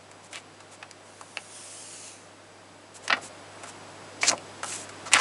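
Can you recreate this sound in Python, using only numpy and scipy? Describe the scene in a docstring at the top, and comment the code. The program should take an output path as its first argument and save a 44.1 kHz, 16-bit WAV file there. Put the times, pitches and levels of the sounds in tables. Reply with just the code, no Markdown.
"""A thin plastic protector film is picked at with a fingernail, peeled off its backing and flexed, close to a camera.
The peel hisses; the freed sheet buckles in snaps and its edge scrapes over the backing and the fingers.
Under it lie the air of a small room and a faint mains hum."""
import sys
import numpy as np
from scipy import signal
from scipy.fft import rfft, irfft, next_fast_len
from scipy.io import wavfile
from scipy.ndimage import map_coordinates

SR = 44100
rng = np.random.default_rng(int(sys.argv[2]) if len(sys.argv) > 2 else 0)


def master_out(mix):
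    """Clip the mix to full scale and print it as 16-bit PCM to the path in sys.argv[1]."""
    frames = np.transpose(np.atleast_2d(mix))
    ceiling = np.clip(frames, -1, 1)
    pcm = np.round(ceiling * 32767).astype(np.int16)
    wavfile.write(sys.argv[1], SR, pcm)


N = 229364

# the sheet buckles or is picked: (s, length s, level dB, pitch Hz, ring at that pitch dB, crack dB above the body)
SNAPS = [(.114, 0.0044, -47, 2000, -16, 1), (0.329, 0.0057, -38, 2030, -2, -2), (.358, 0.00095, -28.5, 3280, 11, -2), (0.603, .007, -47.5, 1410, -20, -1.5),
         (.827, 0.0042, -34, 1810, 5, -13.5), (.912, 0.0017, -43, 9050, 25, 8.5), (1.2114, 0.0039, -36, 950, 4, -5), (1.3714, 0.002, -22, 2200, -17, -13),
         (3.079, 0.0044, -28, 2980, -20, -2.5), (3.099, 0.0047, -23.5, 1840, -12, -23), (3.1027, 0.0054, -18, 2020, -12, -32), (3.1254, 0.0095, -16.5, 2000, 0, -31),
         (3.166, 0.016, -35, 800, -4, -17), (3.634, 0.0096, -40, 1390, -17, -1.5), (4.2315, 0.0054, -17.5, 2300, 34, -14), (4.232, 0.0063, -27.5, 630, 8, -25),
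         (4.3165, 0.0011, -19, 1730, -13, -5.5), (4.331, 0.0049, -26.5, 870, 11, -21), (4.379, .0019, -36.5, 2950, 6, -2.5), (4.631, 0.007, -28.5, 1390, -21, -5),
         (4.644, 0.0024, -27.5, 1290, -21, -3), (4.723, 0.0043, -34.5, 2570, 2, -14), (4.891, .0078, -42.5, 1650, -8, -0.5),
         (5.1346, 0.0021, -12.5, 2700, 25, 4), (5.138, 0.0031, -12.5, 2300, -2, -0.5), (5.147, 0.0014, -12.5, 2260, 6, -15)]
# fingers sliding on the film: (s, length s, level dB, brightest at Hz)
RUBS = [(0.228, .047, -52, 5970), (0.308, 0.1, -48.5, 5400), (0.71, .05, -50, 4960), (2.94, 0.045, -45, 7500), (3.023, 0.055, -49.5, 5500), (3.212, 0.075, -43, 6960),
        (3.667, 0.044, -44, 5000), (4.641, .13, -35, 7200), (4.726, .13, -40, 7100)]
# the edge drags over the backing: (catches s, slips off s, level while it grips dB, level before it slips dB)
DRAGS = [(4.216, 4.298, -33.5, -16.5), (5.058, 5.089, -52, -40.5), (5.129, 5.203, -34.5, -33)]
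# colours of air, peel, rubbing, dragging, cracks and flaps: (Hz, dB per Hz)
AIR_COLOUR = [(25, -21), (65, -20), (90, -18), (120, -14), (150, -3), (210, -7), (290, -2), (450, -4), (640, -2.5), (1100, -6.5), (2100, -12), (4000, -17), (7600, -20.5), (11000, -24.5)]
PEEL_COLOUR = [(100, -42), (600, -26), (1700, -7.5), (2600, -3.5), (3900, -6.5), (5400, -0.5), (6700, 2.5), (7900, -1), (9000, 3), (9900, 3.5), (11000, -4)]
RUB_COLOUR = [(60, -45), (300, -37), (1000, 0.5), (2500, 0.5), (4800, -2), (6300, 1.5), (7800, 5.5), (9200, 1.5), (11000, 0.5)]
DRAG_COLOUR = [(60, -50), (250, -12), (900, -12.5), (2600, -4.5), (3500, -8), (4200, -1), (6000, 1), (7800, -1.5), (8300, -9.5), (11000, -14.5)]
CRACK_COLOUR = [(40, -71), (400, -61), (1500, -5), (3500, -8), (5300, -1.5), (8300, -0.5), (9500, -4.5), (11000, -7)]
# the bent sheet: (Hz, width Hz, dB)
SHEET = [(680, 500, 5.5), (1270, 80, 0), (1980, 120, -8), (2710, 320, -4), (4750, 980, -5)]
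# the room: (Hz, t60 s)
ROOM = [(200, 0.46), (1000, 0.12), (3000, 0.096), (10000, 0.13)]
# steady tones of mains and camera: (Hz, dB)
HUM = [(100, -63.5), (4860, -72), (7868, -71.5)]
TOP_HZ = 11080  # fixed
# resonances of the freed strip: (multiple of its pitch, dB)
STRIP = [(1, -11), (1.6, -11.5), (2.5, -7), (2.85, -9)]  # fixed
FLAP_COLOUR = [(40, -22), (140, -14.5), (260, -1.5), (420, -15), (620, 4), (850, -4), (1400, -3), (2200, -24), (6000, -50)]
LOW_CUT_HZ = 30
# a fold travels through the sheet as a run of small snaps: (s, length s, level dB, pitch Hz, crack dB above the body)
CRUMPLES = [(0.341, .036, -45.5, 2720, -12), (3.6, .11, -47, 1300, -2), (4.238, 0.025, -35.5, 2380, -6), (4.296, .028, -38, 1100, -5), (5.056, .028, -40, 1250, -9),
            (5.114, .018, -33.5, 1970, -7), (5.147, 0.025, -20, 1920, -15.5), (5.183, .02, -24, 1300, -7.5)]
# a buckle swings the whole sheet: length of the swing, its level after a full-scale snap of SWING_REF_S, dB gained per dB of snap energy
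SWING_S, SWING_DB, SWING_GROWS = 0.027, -17, 1.0
SWING_REF_S = .01  # fixed
# a drag sets in, builds up, holds its peak and lets go; the swing that follows lies SLIP_SWING_DB above that peak
CATCH_S, BUILD_S, HOLD_S, LET_GO_S, SLIP_SWING_DB = 0.0035, .007, .016, 0.0021, -16
# the peel creeps at first, runs freely, then ends
PEEL_START_S, PEEL_FREE_S, PEEL_END_S = 1.07, 1.56, 2.08
CREEP_DB, FREE_DB, PEEL_ATTACK_S, PEEL_BUILD_S, PEEL_RELEASE_S = -56.5, -43.5, .05, 0.099, .09
# pitch of the freed strip when shortest and longest; speed of peeling as a power of its loudness
SHORT_STRIP_HZ, LONG_STRIP_HZ, PEEL_SPEED_POWER = 4040, 2473, .7
# air and hum swell together once, then keep creeping up
AIR_DB, SWELL_AT_S, SWELL_S, SWELL_DB, SWELL_DB_PER_S = -50.5, 2.955, 0.11, 3.5, 1.6
# the nail rasps over the corner: (s, length s, level dB)
RASP = [(.328, 0.064, -43)]
# each small snap of a run: its length, its ring, the scatter of its level
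CRUMPLE_SNAP_S, CRUMPLE_RING_DB, CRUMPLE_SCATTER_DB = 0.0059, 5.5, 2
CRUMPLE_CRACK_DB = None
# how far the strength of each strip resonance wanders (dB)
STRIP_WANDER_DB = 1.5  # fixed
# the strip resonates more strongly as it grows: its gain when shortest, relative to its longest (dB)
SHORT_STRIP_DB = -6


def amp(db):
    return 10 ** (np.asarray(db) / 20)


def unit(x):
    """x at rms 1."""
    return x / np.sqrt(np.mean(x ** 2) + 1e-20)


def along(points, hz):
    """(Hz, value) points on a log axis."""
    f, v = np.transpose(points)
    return np.interp(np.log(hz + 1), np.log(f + 1), v)


def clock():
    """The time of every sample."""
    return np.arange(N) / SR




def wobble(rate):
    """A smooth random curve, rate knots a second."""
    return map_coordinates(rng.standard_normal(int(N * rate / SR) + 4), [clock() * rate], order=2)


def filtered(x, response):
    """x times a response of frequency."""
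    m = next_fast_len(len(x) + 8192)  # fixed
    return irfft(rfft(x, m) * response(np.fft.rfftfreq(m, 1 / SR)), m)[:len(x)]


def coloured(x, colour):
    """x with a (Hz, dB) spectrum, at rms 1."""
    return unit(filtered(x, lambda hz: amp(along(colour, hz))))


def ring(x, gain):
    """x through the causal filter that has this gain on its FFT grid."""
    cepstrum = irfft(np.log(np.maximum(gain, 1e-6)))
    half = len(cepstrum) // 2
    cepstrum[1:half] *= 2
    cepstrum[half + 1:] = 0
    return irfft(rfft(x) * np.exp(rfft(cepstrum)))


def slips(rate, spread_db):
    """Tiny stick-slip releases of uneven size, rate a second, at rms 1."""
    happens = rng.random(N) < rate / SR
    return unit(happens * np.sign(rng.standard_normal(N)) * amp(spread_db * rng.standard_normal(N)))


def snaps(rows, body_db=0, crack_db=0, sharpness=1.0, ring_width=0.12, fall_hz=5300, low_hz=380, between_db=-13, single_s=0.0018, size=4096):
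    """A buckle runs across the sheet as a quick volley of jolts; the smaller the patch, the higher it rings."""
    out = np.zeros(N + 2 * size)
    t, hz = np.arange(size) / SR, np.fft.rfftfreq(size, 1 / SR) + 1
    resonance = lambda f, width: 1 / np.hypot(1, 2 * (hz - f) / width)
    sheet = amp(between_db) + sum(amp(db) * resonance(f, width) for f, width, db in SHEET)
    sheet = sheet / np.hypot(1, (low_hz / hz) ** 2) / np.hypot(1, (hz / fall_hz) ** 4)
    edge = amp(along(CRACK_COLOUR, hz))
    for s, length, db, pitch_hz, ring_db, crisp_db in rows:
        length = max(length, 1e-3)
        u = t / length
        swell = u ** 0.5 * np.exp(-2.2 * u ** 0.87)
        # the briefest snaps are nearly one single jolt
        first = (single_s / length) ** 2 * unit(signal.unit_impulse(size))
        jolts = [first + unit(swell * draw) for draw in rng.standard_normal((2, size))]
        # the buckled patch rings at its pitch and, more weakly, about an octave above
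        modes = resonance(pitch_hz, ring_width * pitch_hz) + 0.2 * resonance(2.02 * pitch_hz, ring_width * pitch_hz)
        patch = (1 + amp(ring_db) * modes) / np.hypot(1, sharpness * (hz / pitch_hz - pitch_hz / hz))
        sound = amp(body_db) * unit(ring(jolts[0], sheet * patch)) + amp(crisp_db + crack_db) * unit(ring(jolts[1], edge))
        out[round(s * SR):][:size] += amp(db) * np.sqrt(length * SR / size) * sound
    return out[:N]


def rubs(db=0, uneven_db=1.1, width_hz=10000):
    """Skin slides on the film in short, finely grained strokes, each with its own brightness."""
    grain = coloured(slips(rate=8200, spread_db=-1.5), RUB_COLOUR)
    tinted = lambda centre: unit(filtered(grain, lambda hz: 1 / np.hypot(1, 2 * (hz - centre) / width_hz)))
    return amp(db + uneven_db * wobble(120)) * sum(strokes([stroke]) * tinted(centre) for *stroke, centre in RUBS)


def drags(db=0, uneven_db=-1.5):
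    """The stiff edge chatters along the backing, harder until it slips off."""
    pressure = sum(effort(catch, slip - HOLD_S, slip, grip_db, peak_db, CATCH_S, BUILD_S, LET_GO_S) for catch, slip, grip_db, peak_db in DRAGS)
    return pressure * amp(db + uneven_db * wobble(300)) * coloured(slips(rate=10000, spread_db=3.5), DRAG_COLOUR)


def peel(strip_width_hz=350):
    """Countless adhesive threads part; the freed strip grows longer, so its resonances sink."""
    pull = effort(PEEL_START_S, PEEL_FREE_S, PEEL_END_S, CREEP_DB, FREE_DB, PEEL_ATTACK_S, PEEL_BUILD_S, PEEL_RELEASE_S)
    freed = np.cumsum(pull ** PEEL_SPEED_POWER) / np.sum(pull ** PEEL_SPEED_POWER)
    pitch = SHORT_STRIP_HZ / (1 + (SHORT_STRIP_HZ / LONG_STRIP_HZ - 1) * freed)
    hiss = coloured(slips(rate=16000, spread_db=2.5), PEEL_COLOUR)
    phase = 2 * np.pi * np.cumsum(pitch) / SR
    for multiple, level in STRIP:
        # a randomly driven resonance is a narrow band of noise that follows the pitch
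        sway = [unit(filtered(draw, lambda hz: 1 / (1 + (hz / strip_width_hz) ** 2))) for draw in rng.standard_normal((2, N))]
        band = sway[0] * np.cos(multiple * phase) + sway[1] * np.sin(multiple * phase)
        hiss = hiss + amp(level + SHORT_STRIP_DB * (1 - freed) + STRIP_WANDER_DB * wobble(12)) * band
    return pull * amp(0.67 * wobble(24.24)) * unit(hiss)


def room(x, early_db=-15, tail_db=-14, dull_hz=4500):
    """Near surfaces answer first, then a short dull tail."""
    hz, t, z = signal.stft(rng.standard_normal(SR // 3), SR, nperseg=256)  # fixed
    fade = amp(-60 * t / along(ROOM, hz)[:, None]) / np.hypot(1, hz / dull_hz)[:, None]
    tail = signal.istft(z * fade, SR, nperseg=256)[1]  # fixed
    late = signal.fftconvolve(x, tail / np.linalg.norm(tail))[:N]
    delay = lambda f, s: np.exp(-2j * np.pi * f * s)
    early = filtered(x, lambda f: (delay(f, .006) + 0.53 * delay(f, .0115)) / np.hypot(1, f / dull_hz))
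    return amp(early_db) * early + amp(tail_db) * filtered(late, lambda f: delay(f, 0.0034))


def background(fan_hz=619, fan_width_hz=45, fan_db=-65):
    """Room air with the narrow drone of a fan, mains hum and a thin electronic whine."""
    t = clock()
    since = np.maximum(t - SWELL_AT_S, 0)
    swell = amp(SWELL_DB * np.minimum(since / SWELL_S, 1) + SWELL_DB_PER_S * since)
    air = amp(AIR_DB) * coloured(rng.standard_normal(N), AIR_COLOUR)
    fan = unit(filtered(rng.standard_normal(N), lambda hz: 1 / (1 + (2 * (hz - fan_hz) / fan_width_hz) ** 2)))
    drift = np.cumsum(wobble(150)) / SR
    hum = sum(amp(db) * np.sqrt(2) * np.sin(2 * np.pi * hz * (t + 0.00616 * drift)) for hz, db in HUM)
    return swell * (air + hum) + amp(fan_db) * fan


def strokes(rows):
    """Gain per sample of (s, length, dB) strokes that swell and fade."""
    t = clock()
    return sum(amp(db) * np.abs(np.sin(np.pi * np.clip((t - s) / length, 0, 1))) ** 0.5 for s, length, db in rows)


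def flaps(slip_swing_s=0.052):
    """After a large buckle or a slip the sheet swings through with a soft, hollow wobble."""
    swings = [(s, SWING_S, SWING_DB + SWING_GROWS * (db + 10 * np.log10(length / SWING_REF_S))) for s, length, db, *_ in SNAPS]
    swings += [(slip - HOLD_S / 2, slip_swing_s, peak_db + SLIP_SWING_DB) for _, slip, _, peak_db in DRAGS]
    return strokes(swings) * coloured(slips(rate=2300, spread_db=2.5), FLAP_COLOUR)


def creases(crease_hz=2800, width_hz=2400):
    """Between the first picks the nail rasps over the stiff corner."""
    grains = filtered(slips(rate=1500, spread_db=3.0), lambda hz: 1 / (1 + (2 * (hz - crease_hz) / width_hz) ** 2))
    return strokes(RASP) * unit(grains)


def fade(beyond_s, time_s):
    """1 up to a moment, then falling exponentially with the seconds beyond it."""
    return np.exp(-np.maximum(beyond_s, 0) / time_s)


def effort(start, peak, end, low_db, high_db, attack_s, build_s, release_s):
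    """Gain of a pull that sets in gently, builds to its peak, holds and lets go."""
    t = clock()
    level = amp(low_db) + (amp(high_db) - amp(low_db)) * fade(peak - t, build_s)
    return level * fade(start - t, attack_s) * fade(t - end, release_s)


def crumples(count=7, ends_db=-3, pitch_scatter=0.11):
    """Snap rows for each travelling fold: unevenly spaced, strongest in the middle of the run."""
    rows = []
    for s, length, db, pitch_hz, crisp_db in CRUMPLES:
        place = (np.arange(count) + rng.random(count)) / count
        for u, (louder, higher) in zip(place, rng.standard_normal((count, 2))):
            level = db + ends_db * (2 * u - 1) ** 2 + CRUMPLE_SCATTER_DB * louder
            rows.append((s + u * length, CRUMPLE_SNAP_S, level, pitch_hz * np.exp(pitch_scatter * higher), CRUMPLE_RING_DB, crisp_db))
    return rows


def scene():
    """The film in its room, over the background."""
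    film = snaps(SNAPS + crumples()) + flaps() + creases() + rubs() + drags() + peel()
    return (film + room(film) + background())[None]


def record(dry):
    """The camera thins the deep bass and keeps nothing above its band limit."""
    band = lambda hz: hz / np.hypot(hz, LOW_CUT_HZ) / np.hypot(1, (hz / TOP_HZ) ** 90)  # fixed
    return np.array([filtered(x, band) for x in dry])


dry = scene()
out = record(dry)
master_out(out)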